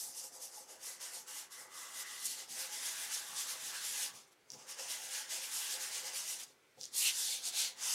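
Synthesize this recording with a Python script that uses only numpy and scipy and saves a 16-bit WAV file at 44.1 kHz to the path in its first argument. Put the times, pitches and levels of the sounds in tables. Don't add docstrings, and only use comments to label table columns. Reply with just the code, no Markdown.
import sys
import numpy as np
from scipy import signal
from scipy.fft import rfft, irfft, next_fast_len
from scipy.io import wavfile
from scipy.ndimage import uniform_filter1d, map_coordinates

SR = 44100
rng = np.random.default_rng(int(sys.argv[2]) if len(sys.argv) > 2 else 0)


def generate_wav(sig):
    pcm = np.round(np.clip(np.atleast_2d(sig).T, -1, 1) * 32767).astype(np.int16)
    wavfile.write(sys.argv[1], SR, pcm)


N = 350154

# pinned_patch_db, loose_sheet_db, table_drive_db
STROKES = [(0.003, 0.013, 0.12, -42.5, -4.5, -18.5, -25, -24),
           (0.191, 0.051, 0.046, -44.5, -5.5, -16, -25, -25),
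           (0.244, 0.023, 0.051, -46.7, -5.4, -18, -23, -16),
           (0.349, 0.037, 0.062, -52, -6, -18, -17, -8.5),
           (0.433, 0.031, 0.062, -45.7, -5.0, -16, -24, -21.5),
           (0.568, 0.065, 0.082, -50.5, -5.5, -16.5, -17, -11.5),
           (0.707, 0.032, 0.071, -53.5, -5.5, -11, -12.5, -4.5),
           (0.873, 0.059, 0.092, -45, -5.4, -11.5, -15.5, -16),
           (1.023, 0.023, 0.11, -45.5, -5.5, -10.1, -13, -17), (1.15, 0.032, 0.076, -46, -5, -12, -19, -16),
           (1.291, 0.023, 0.087, -48.5, -5.5, -10.5, -11.5, -15.5),
           (1.381, 0.07, 0.071, -46.5, -5, -8.5, -14.5, -21),
           (1.527, 0.022, 0.098, -52, -5.5, -8.9, -8.5, -15), (1.6, 0.03, 0.071, -52.5, -5, -14, -6.5, -12),
           (1.789, 0.074, 0.17, -49.5, -5.3, -8, -6.5, -14.5),
           (2.012, 0.085, 0.028, -43.5, -5, -8.5, -12, -25),
           (2.108, 0.089, 0.14, -49.5, -6, -5.2, -4.5, -17.0),
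           (2.265, 0.026, 0.013, -38.5, -4, -18, -34, -35), (2.315, 0.14, 0.043, -42.5, -5, -7.5, -25, -31),
           (2.405, 0.08, 0.054, -47.5, -6, -6.5, -12.9, -17.5),
           (2.511, 0.029, 0.16, -46.9, -6, -10, -20, -19.5), (2.605, 0.048, 0.089, -42.5, -5, -7, -12, -21),
           (2.743, 0.045, 0.11, -43.6, -6.0, -7.5, -13, -19.5),
           (2.867, 0.066, 0.102, -41, -5.0, -7, -12.5, -29),
           (3.029, 0.11, 0.078, -43.5, -5, -5, -11, -19.5),
           (3.137, 0.038, 0.082, -39.5, -5.5, -7, -14.5, -29),
           (3.308, 0.16, 0.066, -49, -5, -5.5, -8.3, -15),
           (3.399, 0.053, 0.06, -39, -5.5, -7.5, -16.5, -28.5),
           (3.504, 0.058, 0.07, -42, -5.5, -7, -12.5, -25),
           (3.684, 0.122, 0.064, -44.0, -6, -6.3, -13, -18), (3.755, 0.032, 0.12, -45, -5.9, -4.5, -7, -23),
           (3.862, 0.05, 0.14, -41.5, -5, -7.5, -30, -26), (4.03, 0.11, 0.063, -39, -5.5, -7, -14, -20),
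           (4.154, 0.022, 0.084, -55, -6.5, -6.5, -13, -12), (4.28, 0.015, 0.027, -71, -6, -13, -12, -11),
           (4.325, 0.018, 0.018, -69, -5, -4, -9.0, -14),
           (4.539, 0.043, 0.04, -56.5, -12.2, -12, -21, -8.8),
           (4.611, 0.051, 0.048, -56.5, -9.5, -9.5, -12.5, -2.5),
           (4.71, 0.038, 0.049, -46.5, -6.5, -8.5, -13.1, -18),
           (4.8, 0.028, 0.115, -45, -7, -8, -12, -13.5), (4.914, 0.035, 0.074, -41, -5.5, -6, -14.5, -25),
           (5.044, 0.079, 0.1, -47, -6, -6.0, -13.5, -18), (5.154, 0.055, 0.1, -41.5, -6, -6, -11.5, -24),
           (5.323, 0.035, 0.12, -41, -6.5, -7.3, -15.5, -18.5),
           (5.437, 0.034, 0.073, -44, -5, -5, -17, -33), (5.561, 0.066, 0.11, -40, -5, -8.5, -16, -33),
           (5.669, 0.11, 0.022, -45.5, -5, -3.5, -12, -21), (5.728, 0.067, 0.057, -40, -6, -6, -15, -19),
           (5.829, 0.047, 0.085, -42, -5.5, -6.5, -11, -20),
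           (5.959, 0.063, 0.078, -41.5, -6.5, -6, -15, -18.9),
           (6.072, 0.047, 0.052, -43.5, -6.5, -7.5, -13, -14),
           (6.166, 0.044, 0.1, -41, -6, -7.5, -16.5, -23.5),
           (6.303, 0.068, 0.085, -41, -5.5, -9, -19.5, -23),
           (6.402, 0.016, 0.03, -47.4, -5.5, -5, -14.7, -29),
           (6.435, 0.027, 0.019, -48.5, -6, -8, -26, -34), (6.47, 0.03, 0.065, -63, -6.5, -6, -11, -9),
           (6.834, 0.039, 0.057, -51, -17, -7.5, -30, -22), (6.952, 0.017, 0.05, -45.5, -6, -5, -23, -30.5),
           (6.988, 0.041, 0.11, -33.5, -4.5, -12, -26.5, -28),
           (7.076, 0.057, 0.04, -34, -5.5, 0.5, -20, -29.1),
           (7.217, 0.12, 0.11, -37.5, -6, -9.5, -19.5, -27.5),
           (7.324, 0.11, 0.073, -40.5, -5.5, -2, -34, -24),
           (7.476, 0.049, 0.033, -38, -6, -6.5, -23, -23.8), (7.603, 0.066, 0.082, -35, -6, -3, -20, -26.5),
           (7.856, 0.06, 0.15, -39.5, -6.5, -8.5, -17.5, -26),
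           (7.94, 0.1, 0.154, -36.5, -6.5, -11, -16.4, -32)]


def rasp():
    # pitch_hz, relative density_db (per Hz)
    dull = [(2590, -51), (4400, -16.5), (4770, -5), (5900, -5.5), (6770, -6.5), (7540, -8.5), (8290, -12.5),
            (9580, -13.5), (15700, -34)]
    bright = [(2590, -31), (4400, -15.5), (5110, -12.5), (5800, -9.5), (8250, -5), (9180, -1), (12600, -3),
              (14900, -10), (15700, -66)]
    dulling = 0.049

    def shape(hz, t):
        peak_db, bright_db = np.transpose(STROKES)[3:5]
        power = swells(t, peak_db, linger=0.92)
        total = power.sum(0)
        share = power / total
        level_db = 10 * np.log10(total)
        brightness_db = bright_db @ share + dulling * (level_db - peak_db @ share)
        fast = np.clip((brightness_db + 8) / 6, 0, 1.4)
        return (1 - fast) * along(dull, hz) + fast * along(bright, hz), level_db

    return radiate(grit(rough_db=1.5, clump_db=0.5), shape, patchy_db=1.5, size=256)


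def sheet():
    # pitch_hz, relative density_db (per Hz)
    loose_spectrum = [(600, -24), (950, -1.5), (1500, -2), (2080, -0.5), (2250, -6), (3000, -24)]
    patch_spectrum = [(1500, -34), (2150, -3.5), (2700, -1), (3600, -0.5), (4500, -4), (6000, -18)]
    # pitch_hz, width (in natural log of frequency)
    sheet_modes = [(1170, 0.08), (1620, 0.069), (1990, 0.02)]
    patch_modes = [(2880, 0.055), (3550, 0.035), (4350, 0.066)]
    peak_db, _, patch_db, sheet_db = np.transpose(STROKES)[3:7]
    loose = paper(peak_db + sheet_db, 1.384, sheet_modes, loose_spectrum, between_db=-12.5, order=0, size=512)
    patch = paper(peak_db + patch_db, 1.04, patch_modes, patch_spectrum, between_db=-12.5, order=3, size=256)
    return loose + patch


def paper(peak_db, linger, modes, spectrum, between_db, order, size):
    # (coupling in dB, before the stretch below)
    spot = [(0, -3, -14, -11, -4, -3, -4), (.7, -5, -6, -11, -3, -2, -5), (.9, -4, -3.5, 0, -4, -9, -5),
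            (1.4, -6, -4, -4, -1.5, -3, -1.5), (1.52, 0.5, -4, 2.5, -2, -3, -2),
            (1.95, 0, -0.5, 2.5, -4, -3.5, -8), (2.3, 0, 0.5, 3.5, -1.5, -1.5, 3.5),
            (2.6, -6, -1, -1.5, -8, -10, -11), (2.95, -13, -3.5, -4.5, -10, -7, -9),
            (3.2, -2, 1.5, -4, -7, -4.5, -5), (3.3, -2, -2, -9, -9, -2, -6), (3.5, -5, -3, -16, -4, -5, -5),
            (3.65, -16, -4, -2, -11, -4, -7.5), (3.8, -6, 0, -8, -7, -6, -6), (4.05, -5, -2, 0, -4, -4, -5),
            (4.3, 9, -1, -14, -12, -2, -4), (4.8, -7, -5.5, -6, -1.5, -17, -14),
            (5.2, -19, -2, -3, -5, -13, -4), (5.6, -11, -4.5, -5, -8, -12, -11),
            (5.95, -16, -3, -2.5, -7, -12, -5), (6.1, -14, -5, -2.5, -4.5, -12, -3),
            (6.4, -8, -5.5, -4, -5, -3.5, -7), (6.8, 6, -4, -5, -11, 5, 5), (7.08, -19, -5, 0.5, 3, -4, -2),
            (7.35, -13, -3, -3.5, -7, -1, -0.5), (7.6, -9, -3, -3.5, -10, -4, -0.5),
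            (7.94, -7, -14, -1, -1, -4, -9)]

    def shape(hz, t):
        power = amp(2 * between_db)
        for (peak_hz, width), coupling in zip(modes, curves(spot, t)[order:]):
            coupling = coupling + wobble(t, rate=10)
            offset = np.log(hz / peak_hz + 1e-9) / width
            power = power + amp(4.3 * coupling) / (1 + offset ** 2)
        colour_db = along(spectrum, hz) + 10 * np.log10(power)
        level_db = 10 * np.log10(swells(t, peak_db, linger).sum(0))
        return colour_db, level_db

    return radiate(grit(rough_db=3, clump_db=0.5), shape, patchy_db=1.5, size=size)


def table():
    # pitch_hz, width_hz, gain_db
    wood = [(280.6, 17, -11.5), (402, 60, -9), (530, 26, 1.5), (644, 25, -3.5), (725, 17.5, -1),
            (789.6, 5.3, 5.5), (835, 33.5, -0.5), (896, 24, -4.5), (978, 18, -6)]
    # start_s, level_db (before the strike gain), thud_db (relative to level_db)
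    knocks = [(4.506, -72, 5), (4.541, -50.5, -11), (5.728, -57, -25), (6.771, -57, -4)]
    # time_s, gain_db
    upper = [(0, 2.5), (.8, -2.5), (1.5, 0), (2.5, 2), (3.3, 5), (4.2, -1.5), (4.55, -8.5), (4.8, 1),
             (5.8, 2.5), (6.4, 0.5), (6.78, -11), (6.9, -3), (7.1, -1.5), (7.94, 5)]
    t = np.arange(N) / SR
    upper_db, = curves(upper, t)

    strokes, coarse = np.transpose(STROKES), t[::100]
    swell = np.sqrt(swells(coarse, strokes[3] + strokes[7], linger=1.58).sum(0))
    press = np.interp(t, coarse, swell)
    force = amp(18.5) * press * grit(rough_db=-1.0, clump_db=3.0)

    out = np.zeros(N)
    u = t[:SR // 5]
    for s, db, thud_db in knocks:
        span = slice(round(s * SR), round(s * SR) + len(u))
        force[span] += amp(db + 21.0 - 60 * u / 0.24) * rng.standard_normal(len(u))
        onset = 1 - np.exp(-u / 0.0063)
        out[span] += amp(db + thud_db - 60 * u / 0.23) * np.sin(2 * np.pi * 140 * u) * onset

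    for k, (hz, width, db) in enumerate(wood):
        place = wobble(t, rate=9)
        drive = force * amp(2.0 * place + upper_db * (hz > 600))
        out += (-1) ** k * filtered(drive, mode(hz, width, db))
    return out


def ticks():
    # start_s, level_db (before the high-pass), pitch_hz, contact_s
    taps = [(2.2548, -27, 7900, .0002), (2.2577, -27, 8600, .0002), (2.2669, -28, 6700, .0002),
            (4.5032, -30, 5600, .0002), (4.5191, -31.3, 5800, .00015), (4.533, -46, 5700, .004),
            (6.4344, -33, 6400, .0002), (6.8125, -28.4, 5400, .00015), (6.8335, -28.1, 5600, .0002),
            (6.8405, -28.4, 5200, .00015), (6.8548, -28.6, 6500, .00015)]
    out, t = np.zeros(N + SR), np.arange(SR // 25) / SR
    for s, db, hz, contact in taps:
        push = t / contact * np.exp(1 - t / contact)
        slip = np.cumsum(.2 * rng.standard_normal(len(t))) * (contact > .001)
        rattle = amp(-39 - 60 * t / 0.022) * rng.standard_normal(len(t))
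        edge = amp(-14) * (contact < .001) * np.exp(-t / contact) * rng.standard_normal(len(t))
        ring = (push + rattle) * np.sin(2 * np.pi * hz * t + slip)
        out[round(s * SR):][:len(t)] += amp(db) * (ring + edge)
    return filtered(out[:N], lambda f: (1j * f / (1500 + 1j * f)) ** 2)


def arm():
    # pitch_hz, gain_db (before scaling to unit level)
    rumble_spectrum = [(60, -24), (110, 1.5), (190, 0), (270, 6.5), (340, -17)]
    # time_s, level_db (before the slight scaling below)
    drag = [(0, -81.5), (1.5, -82), (2.5, -77), (4.2, -74), (4.3, -91), (4.5, -81), (4.7, -78), (6.48, -76),
            (6.7, -90), (6.85, -77), (7.94, -75.5)]
    # peak_s, level_db
    shifts = [(.05, -67), (1.18, -72), (1.65, -78), (1.98, -72), (2.27, -69), (2.51, -66), (3.3, -70),
              (3.64, -67), (4.13, -65), (4.54, -63.5), (4.83, -78), (5.07, -76), (6.79, -69.5), (7.48, -74)]
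    rise_s, fall_s = 0.025, 0.054
    t = np.arange(N) / SR
    power = amp(1.98 * curves(drag, t)[0])
    for s, db in shifts:
        away = (t - s) / np.where(t < s, rise_s, fall_s)
        power = power + amp(2 * (db - 10 * away ** 2))
    rumble = unit(filtered(rng.standard_normal(N), lambda hz: amp(along(rumble_spectrum, hz))))
    return np.sqrt(power) * rumble


def walls(x):
    # pitch_hz, t60_s
    decay = [(300, 0.64), (2000, 0.1), (10000, 0.017)]
    hz, t, z = signal.stft(rng.standard_normal(SR // 2), SR, nperseg=256)
    fade = amp(-60 * t / along(decay, hz)[:, None])
    tail = signal.istft(z * fade, SR, nperseg=256)[1]
    thin = filtered(x, lambda f: 1j * f / (1500 + 1j * f))
    delayed = np.pad(thin, (200, 0))
    return signal.fftconvolve(delayed, tail / np.linalg.norm(tail))[:N]


def room():
    # pitch_hz, relative density_db (per Hz)
    tone = [(12, -48), (20, -24), (47, -21), (70, -36), (93, -17.5), (316, -18), (364, -3), (407, -11),
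            (888, -20), (2230, -16.5), (2420, -20), (9770, -30), (15700, -38)]
    level_db = -70

    def shape(hz, t):
        return along(tone, hz) + 0 * t, level_db

    return radiate(rng.standard_normal(N), shape, patchy_db=1.2, size=1024)


def grit(rough_db, clump_db):
    sizes = amp(rough_db * np.clip(rng.standard_normal(N), -2, 2))
    smooth = uniform_filter1d(rng.standard_normal(N), size=160)
    clumps = unit(uniform_filter1d(smooth, size=90))
    return unit(rng.standard_normal(N) * sizes * amp(clump_db * clumps))


def swells(t, peak_db, linger):
    s, rise, fall = np.transpose(STROKES)[:3, :, None]
    away = np.abs(t - s) / (linger * np.where(t < s, rise, fall))
    return amp(2 * (peak_db[:, None] - 10 * away ** 1.78)) + 1e-14


def radiate(force, shape, patchy_db, size):
    overlap = size * 3 // 4
    hz, t, z = signal.stft(force, SR, nperseg=size, noverlap=overlap)
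    colour_db, level_db = shape(hz[:, None], t)
    across_hz = uniform_filter1d(rng.standard_normal(z.shape), size=4, axis=0)
    patches = unit(uniform_filter1d(across_hz, size=30, axis=1))
    gain = amp(colour_db + patchy_db * patches)
    gain = gain / np.sqrt(np.mean(gain ** 2, axis=0)) * amp(level_db)
    return signal.istft(z * gain, SR, nperseg=size, noverlap=overlap)[1][:N]


def mode(hz, width, db):
    return lambda f: amp(db) * 1j * f * width / (hz * hz - f * f + 1j * f * width)


def filtered(x, response):
    m = next_fast_len(N + SR // 2)
    return irfft(rfft(x, m) * response(np.fft.rfftfreq(m, 1 / SR)), m)[..., :N]


def wobble(t, rate):
    return map_coordinates(rng.standard_normal(300), [t * rate])


def along(points, hz):
    f, v = np.transpose(points)
    return np.interp(np.log(hz + 1), np.log(f + 1), v)


def curves(rows, t):
    s, *cols = np.transpose(rows)
    return [np.interp(t, s, c) for c in cols]


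def amp(db):
    return 10 ** (np.asarray(db) / 20)


def unit(x):
    return x / np.sqrt(np.mean(x ** 2) + 1e-20)


def scene():
    near = rasp() + sheet() + table() + arm() + ticks()
    mono = near + amp(-10) * walls(near) + room()
    return np.array([mono, mono])


def record(dry):
    top_hz = 15850
    return filtered(dry, lambda hz: (hz < top_hz) * 1j * hz / (90 + 1j * hz))


dry = scene()
out = record(dry)
generate_wav(out)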